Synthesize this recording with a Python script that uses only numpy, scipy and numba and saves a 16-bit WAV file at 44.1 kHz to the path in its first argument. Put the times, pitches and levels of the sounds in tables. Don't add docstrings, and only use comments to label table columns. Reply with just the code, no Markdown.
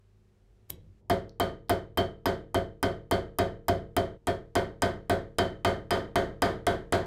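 import sys
import numpy as np
from scipy import signal
from scipy.fft import rfft, irfft, next_fast_len
from scipy.io import wavfile
from scipy.ndimage import map_coordinates
from numba import njit

SR = 44100
rng = np.random.default_rng(int(sys.argv[2]) if len(sys.argv) > 2 else 0)


def wrap_up_sound(samples):
    columns = np.atleast_2d(samples).T
    tamed = np.clip(columns, -1, 1)
    steps = np.round(tamed * 32767).astype(np.int16)
    wavfile.write(sys.argv[1], SR, steps)


N = 311346
T = np.arange(SR * 3 // 5) / SR

# (pitch [Hz], average level [dB])
HUM_TONES = [(48.4, -65), (102.3, -66.5), (209.9, -80.5), (366.1, -77.5), (398.4, -83)]
# (frequency [Hz], relative level [dB])
AIR_COLOUR = [(12, -38), (20, -5), (43, -9.5), (101, -1.5), (129, -10), (200, -11), (328, -20.5),
              (365, -14.5), (431, -16.5), (954, -28.5), (5820, -40.5), (7450, -42), (14000, -51)]
# (time [s], level [dB], extra gain above 1 kHz [dB])
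AIR_LEVELS = [(0, -69.5, 3), (.6, -65, -1), (1, -70.5, 4.5), (1.02, -63, -11.5), (7.06, -69.5, 2.5)]
# (time [s], level [dB], knock level [dB], high ring [Hz], low ring [Hz],
# low ring against high [dB], scrape against snap [dB])
SNAPS = [(0.7034, -17.5, -32.5, 12200, 3970, -17.5, -15), (1.2944, -41.5, -54.5, 5600, 4320, 0, -28),
         (1.686, -51, -64, 4750, 3430, -6, -22)]
# (frequency [Hz], fade time [s]). A fade time is how long a 60 dB fall takes.
WALL_FADE = [(200, 1), (1000, 0.25), (4000, 0.25), (13000, 0.085)]
# (pitch [Hz], relative level [dB], fade time [s])
BENCH_TONES = [(29.24, -20, 0.93), (59.5, -13, 0.56), (91.7, -0.5, 0.31), (107.7, -13.5, 0.63),
               (144.5, -17, 0.7), (171.4, -8.5, 0.36), (201.1, -13, 0.5), (258.2, -5.5, 0.11),
               (281, -11, 0.25), (314, -17.5, 0.59), (354.9, -6, 0.36), (374.8, -1.5, 0.31),
               (392, -12.5, 0.3), (397.3, 1.5, 0.21), (388.7, -20.5, 0.14), (424.6, -12.5, 0.48),
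               (471.5, -10.5, 0.12), (462.6, -21.5, 0.92), (508, -12.5, 0.29), (546, -3.5, 0.28),
               (553.7, -10.5, 0.4), (573, -16, 0.076), (611, -18, 0.083), (634, -5, 0.29),
               (664.8, -2, 0.31), (685, 0, 0.25), (694.7, -12.5, 0.24), (704, -6.5, 0.27),
               (735.6, -7, 0.22), (758, -21.5, 0.11)]
CLACK_TONES = [(902, 3.5, 0.019), (1260, -6, 0.058), (1740, -7, 0.0072)]
JAW_TONES = [(840, -1, 0.073), (890.5, 4, 0.25), (925, 2, 0.31), (933, -7, 0.25), (1050, -14.5, 0.11),
             (1142, -11.5, 0.15), (1193, -15, 0.35), (1224, 4.5, 0.28), (1270, -14.5, 0.47),
             (1322, -11.5, .4), (1390, -16.5, 0.12), (1475, 3.5, .24), (1570, -12, 0.29),
             (1579, -0.5, 0.21), (1532, 6, 0.25), (1610, -1.5, 0.31), (1550, -10, 0.32), (1782, 0, 0.28),
             (1797, 0, 0.26), (1880, 0.5, 0.28), (1757, -11, 0.23), (1930, -24.5, 0.19),
             (2106, -14.5, 0.083), (2170, -23.5, 0.087), (2517, -8.5, 0.13)]
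VISE_TONES = [(3020, -11.5, 0.25), (3067, -12, 0.29), (3093, -14, 0.3), (3160, -12.5, 0.2),
              (3127, 6.5, 0.1), (3226, -7, 0.14), (3580, -28.5, .08), (3990, -1.5, 0.053), (4280, -12, 0.1),
              (4428, -15.5, 0.19), (4445, -19, 0.25), (4906, -12.5, 0.066), (5028, -2, 0.038),
              (5700, -12.5, 0.027)]
HAMMER_TONES = [(12950, 0.5, 0.04), (15900, -14, 0.022), (9400, -17, 0.03), (11800, -12, 0.02),
                (7900, -13, 0.025), (6800, -21.5, 0.021)]
# (pitch [Hz], relative level [dB], fade time [s], swell [s])
PANEL_TONES = [(703.3, 15, 0.065, 0.012), (630.3, 2.5, 0.14, 0.049), (549.5, 6, 0.17, 0.058),
               (382, -2.5, 0.083, 0.032), (271, -0.5, 0.077, 0.02), (189, 0.5, 0.12, 0.074)]
# (time [s], force [dB], bench knock [dB],
# vise body [dB], crack [dB], vise ring [dB], vise ping [dB], hammer ring [dB])
HAMMER_BLOWS = [(1.0982, -16.5, -1, -2.5, -8.5, -17, -19, -26), (1.399, -16, -2.5, 0, -3.5, -8.5, -19, -23),
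                (1.695, -18, -3, 0, -2, -14.5, -16.5, -12), (1.9737, -17, -9, -1.2, -9, -10.5, -22, -12),
                (2.257, -16, -13, 1.3, -9.5, -14, -13, -13),
                (2.5446, -16.5, -10.5, -3.5, -7.5, -16.5, -26.5, -34.5),
                (2.8285, -15, -15, 0, -4, -14, -11.5, -32), (3.1118, -14.5, -7, 0.4, -6, -12, -20, -26),
                (3.3863, -13.5, -3.5, -1, -1, -14, -16, -30),
                (3.6829, -13.5, -2.5, -3.5, -4, -18.5, -19, -18),
                (3.9659, -15, -0.5, -1.5, -3, -14, -19.5, -21.5),
                (4.2709, -19, -2.5, -1, -4.5, -20, -29, -25), (4.5538, -15, -5, 0.3, -2, -16.5, -15.5, -28),
                (4.821, -13.5, -3, 1.5, 0.5, -16, -14.5, -27.5),
                (5.0966, -14, -1.2, -1, -6.5, -24, -23.5, -27), (5.385, -13, -4.5, 1, -3, -7, -11, -38),
                (5.6478, -12, -2, 2, -6.5, -13, -19.5, -33), (5.907, -13, -2, 5, 5, -9.5, -6.5, -19),
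                (6.157, -11.5, -1, 1.5, -6.5, -14, -35, -28), (6.4208, -12.5, -3, 4, -1, -16, -6.5, -22),
                (6.6675, -13, -1, 0.6, -4.5, -20, -31, -33), (6.9243, -12, -3.5, 2.7, -6, -17.5, -23, -35)]
# (bench legs [dB], low panels [dB], clack [dB], jaw [dB],
# treble tilt of clack and jaw [dB per octave], extra crack above 12 kHz [dB])
BLOW_TONE = [(-9, -10, 0.33, -8, 0, 1.5), (-9.5, -13, -1.2, -7, 3, -6.5)]
# (frequency [Hz], relative level [dB])
CRACK_COLOUR = [(1180, -29.5), (2000, -1), (4710, -17), (8820, -4.5), (10200, -7), (12900, -11.5),
                (13800, -12.5), (15600, -7.5), (16500, -25.5)]
RATTLE_COLOUR = [(80, -31.5), (200, 1.5), (500, 1.5), (850, -2.5), (1020, -3.5), (2100, -11.5),
                 (2660, -26.5), (3140, -16), (4510, -22), (5720, -30), (6170, -28), (9570, -32.5),
                 (14800, -40.5), (16000, -62.5)]
# (frequency [Hz], fade time [s])
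RATTLE_FADE = [(200, 0.42), (800, 0.27), (2000, 0.3), (5000, 0.27), (13000, 0.22)]

TIGHT_DB, LOOSE_DB, PARTS_DB = 1.2, 2.5, 5.5
CHANGE_S, DIP_DB = 4.174, -12


def amp(db):
    return 10 ** (np.asarray(db) / 20)


def along(points, hz):
    frequencies, values = np.transpose(points)
    return np.interp(np.log(hz + 1), np.log(frequencies + 1), values)


def filtered(x, response):
    size = next_fast_len(x.shape[-1] + 8192)
    return irfft(rfft(x, size) * response(np.fft.rfftfreq(size, 1 / SR)), size)[..., :x.shape[-1]]


def noise(colour, length):
    x = filtered(rng.standard_normal(length), lambda hz: amp(along(colour, hz)))
    return x / np.sqrt(np.mean(x ** 2) + 1e-20)


def burst(colour, fade_s):
    return amp(-60 * T / fade_s) * noise(colour, len(T))


def tones(table, rise_s):
    hz, db, fade_s = np.transpose(table)[:, :, None]
    sign = (-1.) ** np.arange(len(table))[:, None]
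    swell = (1 - np.exp(-T / rise_s)) ** 2
    return sign * amp(db - 60 * T / fade_s) * np.sin(2 * np.pi * hz * T) * swell


def struck(rows, spread_db):
    ring = amp(spread_db * rng.standard_normal(len(rows))) @ rows
    return ring / np.abs(rows.sum(0)).max()


def fading(colour, fade, rise_s):
    hz, t, bands = signal.stft(rng.standard_normal(len(T)), SR, nperseg=256)
    bands *= amp(along(colour, hz)[:, None] - 60 * t / along(fade, hz)[:, None])
    tail = signal.istft(bands, SR, nperseg=256)[1][:len(T)] * (1 - np.exp(-T / rise_s))
    return tail / np.abs(tail).max()


def add(track, time, sound):
    track[round(time * SR):][:len(sound)] += sound


def hum_and_air():
    t = np.arange(N) / SR
    times, *levels = np.transpose(AIR_LEVELS)
    air_db, hiss_db = [np.interp(t, times, db) for db in levels]
    air = noise(AIR_COLOUR, N)
    hiss = filtered(air, lambda hz: hz > 1000)
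    waver = lambda: map_coordinates(rng.standard_normal(int(t[-1] * 8) + 4), [t * 8])
    hum = sum(amp(db + 3.2 * waver()) * np.sqrt(2) * np.sin(2 * np.pi * hz * t + 0.99 * waver())
              for hz, db in HUM_TONES)
    return amp(air_db) * (air - hiss + amp(hiss_db) * hiss) + hum


def plate():
    track, bench = np.zeros(N + SR), tones(BENCH_TONES, rise_s=0.0019)
    for time, db, knock_db, high_hz, low_hz, low_db, scrape_db in SNAPS:
        snap = tones([(high_hz, 0, .0025), (low_hz, low_db, .004)], rise_s=0.0001).sum(0)
        scrape = amp(scrape_db) * burst([(500, -5.5), (3000, -12.5), (16000, -8.5)], fade_s=0.018)
        knock = struck(bench, LOOSE_DB) * amp(-200 * T)
        knock = filtered(knock, lambda hz: 1 / (1 + (hz / 200) ** 2))
        add(track, time, amp(db) * (snap / np.abs(snap).max() + scrape) + amp(knock_db) * knock)
        add(track, time - .02, amp(db) * scrape[:SR // 50][::-1])
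    return walls(track[:N], echo_db=-10)


def walls(x, echo_db):
    tail = fading([(500, 5.5), (4000, -1), (13000, -5)], WALL_FADE, rise_s=0.0088)
    return x + amp(echo_db) * signal.fftconvolve(x, tail / np.linalg.norm(tail))[:N]


def bench_drum(legs_db, knock_db, low_db):
    bench = tones(BENCH_TONES, rise_s=0.01)
    legs = np.array(BENCH_TONES)[:, 0] < 130
    panels, swell_s = np.split(np.array(PANEL_TONES), [3], axis=1)
    knock = tones(panels, swell_s)
    low = panels[:, 0] < 300
    boom = struck(bench[~legs], TIGHT_DB) + amp(legs_db) * struck(bench[legs], TIGHT_DB)
    boom += amp(knock_db) * struck(knock[~low], TIGHT_DB)
    return boom + amp(low_db) * struck(knock[low], TIGHT_DB)


def vise_body(clack_db, jaw_db, tilt_db):
    body = amp(clack_db) * struck(tones(CLACK_TONES, rise_s=.0001), TIGHT_DB)
    body += amp(jaw_db) * struck(tones(JAW_TONES, rise_s=.001), LOOSE_DB)
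    return filtered(body, lambda hz: amp(tilt_db * np.log2(np.clip(hz / 1300, .5, 2))))


def small_parts(count):
    hz = np.exp(rng.uniform(np.log(1900), np.log(12000), count))
    table = np.transpose([hz, along(RATTLE_COLOUR, hz), 0.79 * along(RATTLE_FADE, hz)])
    return tones(table, rise_s=0.0012)


def tool_rattle(same_rattle, parts):
    rattle = same_rattle + 0.68 * fading(RATTLE_COLOUR, RATTLE_FADE, rise_s=0.001)
    return amp(-0.5) * rattle + amp(-18) * struck(parts, PARTS_DB)


def steel_clink(ring_db, head_db, ping_db):
    high = np.array(VISE_TONES)[:, 0] > 4700
    vise = tones(VISE_TONES, rise_s=np.where(high, .002, .007)[:, None])
    clink = amp(ring_db) * struck(vise[~high], LOOSE_DB)
    clink += amp(head_db) * struck(tones(HAMMER_TONES, rise_s=0.00057), TIGHT_DB)
    return clink + amp(ping_db) * struck(vise[high], LOOSE_DB)


def crack(edge_db):
    colour = [(hz, db + edge_db * (hz > 12000)) for hz, db in CRACK_COLOUR]
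    return burst(colour, fade_s=0.0026) + 0.23 * burst(colour, fade_s=0.03)


def hammer():
    thuds, clinks = np.zeros((2, N + SR))
    same_rattle = fading(RATTLE_COLOUR, RATTLE_FADE, rise_s=0.00029)
    parts = small_parts(count=70)
    puff = amp(-0.5) * T / 0.00038 * np.exp(1 - T / 0.000099) * (1 - T / 0.00055)
    for time, force_db, knock_db, body_db, crack_db, ring_db, ping_db, head_db in HAMMER_BLOWS:
        legs_db, low_db, clack_db, jaw_db, tilt_db, edge_db = BLOW_TONE[time > CHANGE_S]
        wood = bench_drum(legs_db, knock_db, low_db)
        body = vise_body(clack_db, jaw_db, tilt_db) + tool_rattle(same_rattle, parts)
        add(thuds, time, amp(force_db) * (wood + puff + amp(body_db) * body))
        clink = steel_clink(ring_db, head_db, ping_db) + amp(crack_db) * crack(edge_db)
        add(clinks, time, amp(force_db) * clink)
    return (thuds[:N] + walls(clinks[:N], echo_db=-11)) * level_dip()


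def level_dip():
    t = np.arange(N) / SR
    next_blow = min(time for time, *_ in HAMMER_BLOWS if time > CHANGE_S)
    drop = np.clip((t - CHANGE_S) / .01 + .5, 0, 1)
    return amp(DIP_DB * drop * (t < next_blow))


def scene():
    return (hammer() + plate() + hum_and_air())[None]


@njit
def limiter(level, ceiling, recovery_s):
    gains, gain = np.empty(len(level)), 1.
    for i in range(len(level)):
        gain = min(gain + (1 - gain) / (recovery_s * SR), ceiling / (level[i] + 1e-9))
        gains[i] = gain
    return gains


def record(dry):
    gain = limiter(np.abs(dry[0]), ceiling=amp(-14.5), recovery_s=.12)
    return filtered(dry * gain, lambda hz: np.clip((16800 - hz) / 1300, 0, 1) ** 3)


dry = scene()
out = record(dry)
wrap_up_sound(out)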